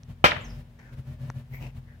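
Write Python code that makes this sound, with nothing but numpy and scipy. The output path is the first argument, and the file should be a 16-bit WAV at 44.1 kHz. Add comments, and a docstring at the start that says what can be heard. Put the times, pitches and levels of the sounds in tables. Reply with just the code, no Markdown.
"""Knife throw in a backyard

A thrown knife sticks in a round wooden block on a stand, a few metres from the microphone. The one
hard knock drives the recorder's limiter and comes back from walls and fences. A small bird chirps,
clothes rustle and tick close to the microphone, and a distant machine hums under a low outdoor rumble.
The background jumps briefly in level as the recorder's noise suppressor opens and closes."""
import sys
import numpy as np
from scipy import signal
from scipy.io import wavfile
from scipy.ndimage import uniform_filter1d, minimum_filter1d

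SR = 44100
rng = np.random.default_rng(int(sys.argv[2]) if len(sys.argv) > 2 else 0)


def put_to_file(sound):
    """Save the sound as 16-bit audio at rate SR, in the file named by the first command-line argument."""
    columns = np.atleast_2d(sound).T  # one column per channel
    safe = np.clip(columns, -1, 1)
    whole_steps = np.round(safe * 32767)
    wavfile.write(sys.argv[1], SR, whole_steps.astype(np.int16))


N = 88200
T = np.arange(N) / SR
HIT_S, YARD_RISE_S = 0.2412, 0.028

# Modes of blade and block. Each row: pitch in Hz, level in dB, t60 in seconds, left over right in dB.
TARGET_MODES = [(158.8, -13, 0.044, 1.5), (502, -11.5, 0.059, -0.5), (592, -6.5, 0.053, 0.5),
                (1047, -13.5, 0.052, 0.5), (996, -20, .22, 5.5), (1253, -15, .08, 10.5),
                (1615, -17, .09, 3.5), (1663, -22, .24, 10), (2204, -14, 0.039, 3), (2404, -16.5, .11, 7.5),
                (3026, -13, 0.056, -1), (3165, -25.5, .2, 14.5), (3660, -32.5, 0.23, 5.5)]
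# Diffuse sound at the microphone. Each row: frequency in Hz, left-right correlation.
DIFFUSE_LIKENESS = [(100, 0.99), (300, .85), (650, .5), (1400, 0), (15000, 0.16)]


def from_db(db):
    """Decibels to gain."""
    return 10 ** (np.asarray(db) / 20)


def unit_rms(x):
    """Scale to rms 1."""
    return x / np.sqrt(np.mean(x ** 2) + 1e-20)


def at_hz(points, hz, column=1):
    """Read a column of a table on a log-frequency axis."""
    points = np.array(points)
    return np.interp(np.log(hz), np.log(points[:, 0]), points[:, column])


def pan(db):
    """Left and right gains, with the left louder by db."""
    return from_db(np.array([[.5], [-.5]]) * db)


def dying(start, t60):
    """Silence, then an exponential decay from the start."""
    return (T >= start) * np.exp(-np.log(1000) * np.clip((T - start) / t60, 0, 10))


def rising(start, rise_s):
    """A soft attack from 0 to 1."""
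    return 1 - np.exp(-np.maximum(T - start, 0) / rise_s)


def ring(start, hz, t60):
    """One struck mode."""
    return dying(start, t60) * np.sin(2 * np.pi * hz * (T - start))


def drift(rate_hz):
    """A random wander below rate_hz; rms 1."""
    lowpass = signal.butter(2, rate_hz, fs=SR, output="sos")
    return unit_rms(signal.sosfilt(lowpass, rng.standard_normal(2 * N))[N:])


def resonance(hz, width_hz):
    """Noise in a resonance whose centre may move; rms 1."""
    phase = 2 * np.pi * np.cumsum(hz + np.zeros(N)) / SR
    return unit_rms(drift(width_hz / 2) * np.cos(phase) + drift(width_hz / 2) * np.sin(phase))


def wide_resonance(hz, width_hz):
    """Resonant noise, independent on left and right."""
    return np.array([resonance(hz, width_hz) for _ in range(2)])


def banded_noise(spectrum, likeness, envelope=lambda hz: 1):
    """Stereo noise in bands; rms near 1 before each band gets its balance and envelope."""
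    edges_hz = np.r_[40, 80, 140, 220, 320, np.geomspace(440, 16500, 23)]
    white = rng.standard_normal((2, 2, N))
    out, power = 0, 0
    for k, (low, high) in enumerate(zip(edges_hz, edges_hz[1:])):
        bandpass = signal.butter(2, [low, high], "band", fs=SR, output="sos")
        mid, side = signal.sosfilt(bandpass, white[k % 2])
        hz = np.sqrt(low * high)
        alike = np.clip(at_hz(likeness, hz), -1, 1)
        gain = from_db(at_hz(spectrum, hz))
        band = np.sqrt(1 + alike) * mid + np.sqrt(1 - alike) * side * [[1], [-1]]
        out = out + gain * band * pan(at_hz(spectrum, hz, column=2)) * envelope(hz)
        power += 2 * gain ** 2 * (high - low) / (SR / 2)
    return out / np.sqrt(power)


def background():
    """Outdoor hiss, rumble and far machine, jumping in level as the noise suppressor opens and closes."""
    # Set times when the recorder's noise suppressor opens.
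    # Each row: start and end in seconds, nominal rise in dB.
    openings = [(0.086, 0.127, 9), (0.25, 0.621, 8.5), (0.93, 0.943, 14), (0.973, 1.009, 10),
                (1.062, 1.152, 7.5), (1.199, 1.314, 9), (1.348, 1.419, 9), (1.511, 1.559, 7),
                (1.597, 1.691, 8.5), (1.755, 1.792, 9)]
    # Rumble bands. Each row: centre in Hz, width in Hz, relative level in dB.
    rumble_bands = [(47.7, 4.7, -53), (85, 14, -53), (134.15, 42, -52.5), (194.7, 12, -71)]
    # Open-air hiss. Each row: frequency in Hz, relative density in dB, left over right in dB.
    air_spectrum = [(50.6, 15, -3.5), (354, 2.5, -2.5), (580, 1, 0.5), (1157, -4.5, 1.5), (1900, -6.5, 2.5),
                    (3000, -9.5, 3.5), (4500, -15, 0), (7600, -21, -0.5), (15000, -22.5, 1)]
    edge_s, low_depth = 0.031, 1.18  # the low end jumps more than the hiss
    gate_db = sum(db * np.clip(np.minimum(T - start, end - T) / edge_s + .5, 0, 1)
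                  for start, end, db in openings)
    rumble = sum(from_db(db) * resonance(hz, width) for hz, width, db in rumble_bands)
    low_end = from_db(low_depth * gate_db - 1.5) * pan(db=2.0) * (rumble + machine())
    hiss = from_db(gate_db - 60) * banded_noise(air_spectrum, DIFFUSE_LIKENESS)
    return low_end + hiss


def machine():
    """A distant motor: a constant hum, a deep tone that comes and goes, and a brief wavering whine."""
    # Motor hum. Each row: pitch in Hz, relative level in dB.
    hum_tones = [(117.3, -56.5), (234.6, -59.5)]
    # Course of the deep engine tone. Each row: time in seconds, relative level in dB.
    drone_levels = [(0, -51.5), (.8, -66), (1.0, -48.5), (1.25, -47), (1.5, -48), (1.75, -48.5), (2.0, -59)]
    # Course of the whine. Each row: time in seconds, relative level in dB.
    whine_levels = [(.95, -75.5), (1.1, -71), (1.4, -69), (1.5, -80)]
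    drone_hz, whine_hz, pitch_waver, overtone_fall_db = 130.9, 578, 0.041, 9
    drone_db = np.interp(T, *np.transpose(drone_levels))
    whine_db = np.interp(T, *np.transpose(whine_levels))
    # Every partial wavers in level by about 1 dB.
    hum = sum(from_db(db + drift(17)) * np.sin(2 * np.pi * (hz * T + rng.random()))
              for hz, db in hum_tones + [(drone_hz, drone_db)])
    phase = 2 * np.pi * np.cumsum(whine_hz * (1 + pitch_waver * drift(7.9))) / SR
    whine = sum(from_db(whine_db - overtone_fall_db * k + drift(18)) * np.sin((2 * k + 1) * phase)
                for k in range(3))
    return np.sqrt(2) * (hum + whine)


def ticks():
    """Tiny dry contacts beside the microphone: a bright click, with a lower knock on the other side."""
    # Contacts. Each row: start in seconds, level in dB, click's left over right in dB, knock gain in dB.
    contacts = [(.034, -35, -9, -22), (.793, -44, 6, 0), (1.3012, -27, -4, 5)]
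    # Modes of the click. Each row: pitch in Hz, relative level in dB, t60 in seconds.
    click_modes = [(4270, -10, 0.0017), (5800, -8, 0.0044)]
    # Modes of the knock, with the same columns.
    knock_modes = [(1020, -6.5, 0.0077), (1384, -8.5, 0.0079), (1810, -14.5, 0.011)]
    out = 0
    for start, db, side, knock_db in contacts:
        click = sum(from_db(level) * ring(start, hz, t60) for hz, level, t60 in click_modes)
        knock = sum(from_db(level) * ring(start, hz, t60) for hz, level, t60 in knock_modes)
        out = out + from_db(db) * (pan(side) * click + pan(-side) * from_db(knock_db) * knock)
    return signal.sosfilt(signal.butter(4, 7400, fs=SR, output="sos"), out)


def knife():
    """The point drives in a few metres away: wood fibres crack, and blade and block ring briefly."""
    # Splitting fibres. Each row: frequency in Hz, relative density in dB, left over right in dB.
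    crack_spectrum = [(50, -1.5, 6), (250, -1.5, 11), (637, 3, -7.5), (1100, 7, 0.5), (1600, 4.5, -2),
                      (2050, 2, 6.5), (2490, -4, 9), (2720, -8, 10), (3350, -4.5, 0), (3900, -12, 10.5),
                      (5600, -16, 4.5), (6600, -28.5, -10.5), (8480, -31.5, -13), (11500, -29.5, -6),
                      (14500, -31.5, 1.5)]
    # Decay of the crack. Each row: frequency in Hz, t60 in seconds.
    crack_t60 = [(100, 0.11), (500, 0.066), (1200, .11), (2500, 0.15), (6000, 0.18), (14000, .13)]
    left_lag_s = 0.00034  # the knock reaches the right side of the microphone first
    thud = -ring(HIT_S, hz=800, t60=.009)  # first push of the block's face
    sway = from_db(-25) * ring(HIT_S, hz=55, t60=.12)  # the stand shakes under the blow
    modes = sum((-1) ** k * from_db(db) * pan(side) * ring(HIT_S, hz, t60)
                for k, (hz, db, t60, side) in enumerate(TARGET_MODES))
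    fibres = banded_noise(crack_spectrum, likeness=[(200, 0.93), (1500, 0.81), (8000, 0.3)],
                          envelope=lambda hz: dying(HIT_S, at_hz(crack_t60, hz)))
    crack = from_db(-6) * fibres * rising(HIT_S, rise_s=0.0012)
    left, right = thud + sway + modes + crack
    return np.array([np.interp(T - left_lag_s, T, left), right])


def yard():
    """Walls and fences return the knock as a diffuse tail and a few noisy slaps."""
    # Scatter from the yard. Each row: frequency in Hz, relative density in dB, left over right in dB.
    tail_spectrum = [(59.7, 0, 2.5), (234, -8.5, 0), (600, 1.5, -2), (1080, 0, -2.5), (1700, 2, 3),
                     (3000, 0, 3), (4170, -11.5, -3), (6500, -20, -2.5), (9000, -39, -0.5),
                     (15000, -45, -0.5)]
    # Decay of the scatter. Each row: frequency in Hz, t60 in seconds.
    tail_t60 = [(100, 0.7), (600, 0.46), (1700, 0.44), (3500, 0.42), (7000, 0.24)]
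    # Slaps. Each row: delay in seconds, level in dB, centre in Hz, left over right in dB.
    echoes = [(0.0188, -4, 2507, 12), (0.0682, -16.5, 3140, 6.5), (.076, -9.5, 1700, -5),
              (0.1217, -24, 1661, 19.5)]
    tail = banded_noise(tail_spectrum, DIFFUSE_LIKENESS, lambda hz: dying(HIT_S, at_hz(tail_t60, hz)))
    out = from_db(-20) * tail * rising(HIT_S, YARD_RISE_S)
    for delay, db, hz, side in echoes:
        envelope = dying(HIT_S + delay, t60=0.024) * rising(HIT_S + delay, rise_s=0.0033)
        out = out + from_db(db) * pan(side) * wide_resonance(hz, width_hz=1190) * envelope
    return out


def lingering_ring():
    """The yard scatters each mode of blade and block into a narrow band; long modes feed it most."""
    bands = sum(from_db(db) * np.sqrt(t60) * pan(side) * wide_resonance(hz, width_hz=35)
                for hz, db, t60, side in TARGET_MODES)
    return from_db(-10) * bands * dying(HIT_S, t60=0.37) * rising(HIT_S, YARD_RISE_S)


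def bird():
    """A small bird's thin, unsteady notes arch and glide, with a short tail from the yard."""
    # Notes. Each row: start and length in seconds, pitch, arch and glide in Hz,
    # relative level in dB, left over right in dB.
    chirps = [(.406, .028, 6050, 1450, 100, -56, -4), (.443, .015, 6100, 80, 50, -49, -12),
              (.455, .02, 5420, 0, -180, -54, -8), (.501, .01, 5400, 40, -250, -48, -5),
              (.484, .05, 5050, 60, -300, -57, 5)]
    wobble_hz = 111.7 * drift(190)
    song = 0
    for start, length, hz, arch_hz, glide_hz, db, side in chirps:
        progress = np.clip((T - start) / length, 0, 1)
        arch = np.sin(np.pi * progress)
        pitch = hz + arch_hz * arch + glide_hz * progress + wobble_hz
        phase = 2 * np.pi * np.cumsum(pitch) / SR
        song = song + from_db(db) * pan(side) * np.sqrt(np.abs(arch)) * np.sin(phase)
    scatter = rng.standard_normal((2, N)) * dying(0, t60=.3)
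    scatter /= np.sqrt(np.sum(scatter ** 2) / 2)
    tail = signal.fftconvolve(song.mean(axis=0)[None], scatter)[:, :N]
    return song + from_db(-1.5) * tail


def clothes():
    """Cloth rubs near the microphone, rising and fading: a gliding resonance over grainy hiss."""
    # Rubs. Each row: start, length and attack in seconds, level in dB,
    # first and last resonance in Hz, hiss relative to the resonance in dB.
    rubs = [(0.787, 0.22, 0.0018, -58, 1853, 1300, -1), (1.52, 0.094, 0.025, -48, 2069, 2200, -3),
            (1.596, 0.12, 0.029, -52, 2696, 2600, 4.5), (1.862, .13, 0.026, -59.5, 1932, 1630, -18)]
    # Cloth hiss. Each row: frequency in Hz, relative density in dB, left over right in dB.
    cloth_spectrum = [(450, 6, -3.5), (930, 5.5, 0.5), (1430, -22, 18), (2160, 2.5, 11), (3600, -14, -1),
                      (5600, -10.5, 1.5), (9400, -23, 0)]
    grain_db = 2
    hiss = banded_noise(cloth_spectrum, DIFFUSE_LIKENESS)
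    out = 0
    for start, length, attack, db, from_hz, to_hz, hiss_db in rubs:
        progress = np.clip((T - start) / length, 0, 1)
        envelope = np.clip((T - start) / attack, 0, 1) * np.cos(np.pi / 2 * progress)
        swish = wide_resonance(from_hz + (to_hz - from_hz) * progress, width_hz=360)
        out = out + from_db(db) * envelope * (pan(db=3) * swish + from_db(hiss_db) * hiss)
    return out * from_db(grain_db * drift(134))


def crinkles():
    """The crisp top of the rustle: very high, airy hiss that builds to a peak and dies away."""
    # Crinkles in the cloth. Each row: time of the peak in seconds, level in dB.
    peaks = [(1.556, -52.5), (1.625, -62)]
    fade_s = 0.022
    envelope = sum(from_db(db) * np.exp(-np.abs(T - peak_s) / fade_s) for peak_s, db in peaks)
    return envelope * wide_resonance(hz=15200, width_hz=3900)


def scene():
    """The sounds of the yard in stereo, over a background gated by the noise suppressor."""
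    knock = knife() + yard() + lingering_ring()
    return knock + from_db(-4) * bird() + ticks() + clothes() + crinkles() + background()


def record(dry):
    """The recorder: a low cut, a fast limiter that holds down the knock, and a steep top cut."""
    low_cut_hz, top_stop_hz = 38, 16600
    ceiling, limiter_s = .86, 0.00071
    x = signal.sosfilt(signal.butter(4, low_cut_hz, "high", fs=SR, output="sos"), dry)
    span = int(limiter_s * SR)
    needed_gain = ceiling / np.maximum(np.abs(x), ceiling)
    gain = uniform_filter1d(minimum_filter1d(needed_gain, span), span)
    return signal.sosfilt(signal.cheby2(16, 70, top_stop_hz, fs=SR, output="sos"), x * gain)


dry = scene()
out = record(dry)
put_to_file(out)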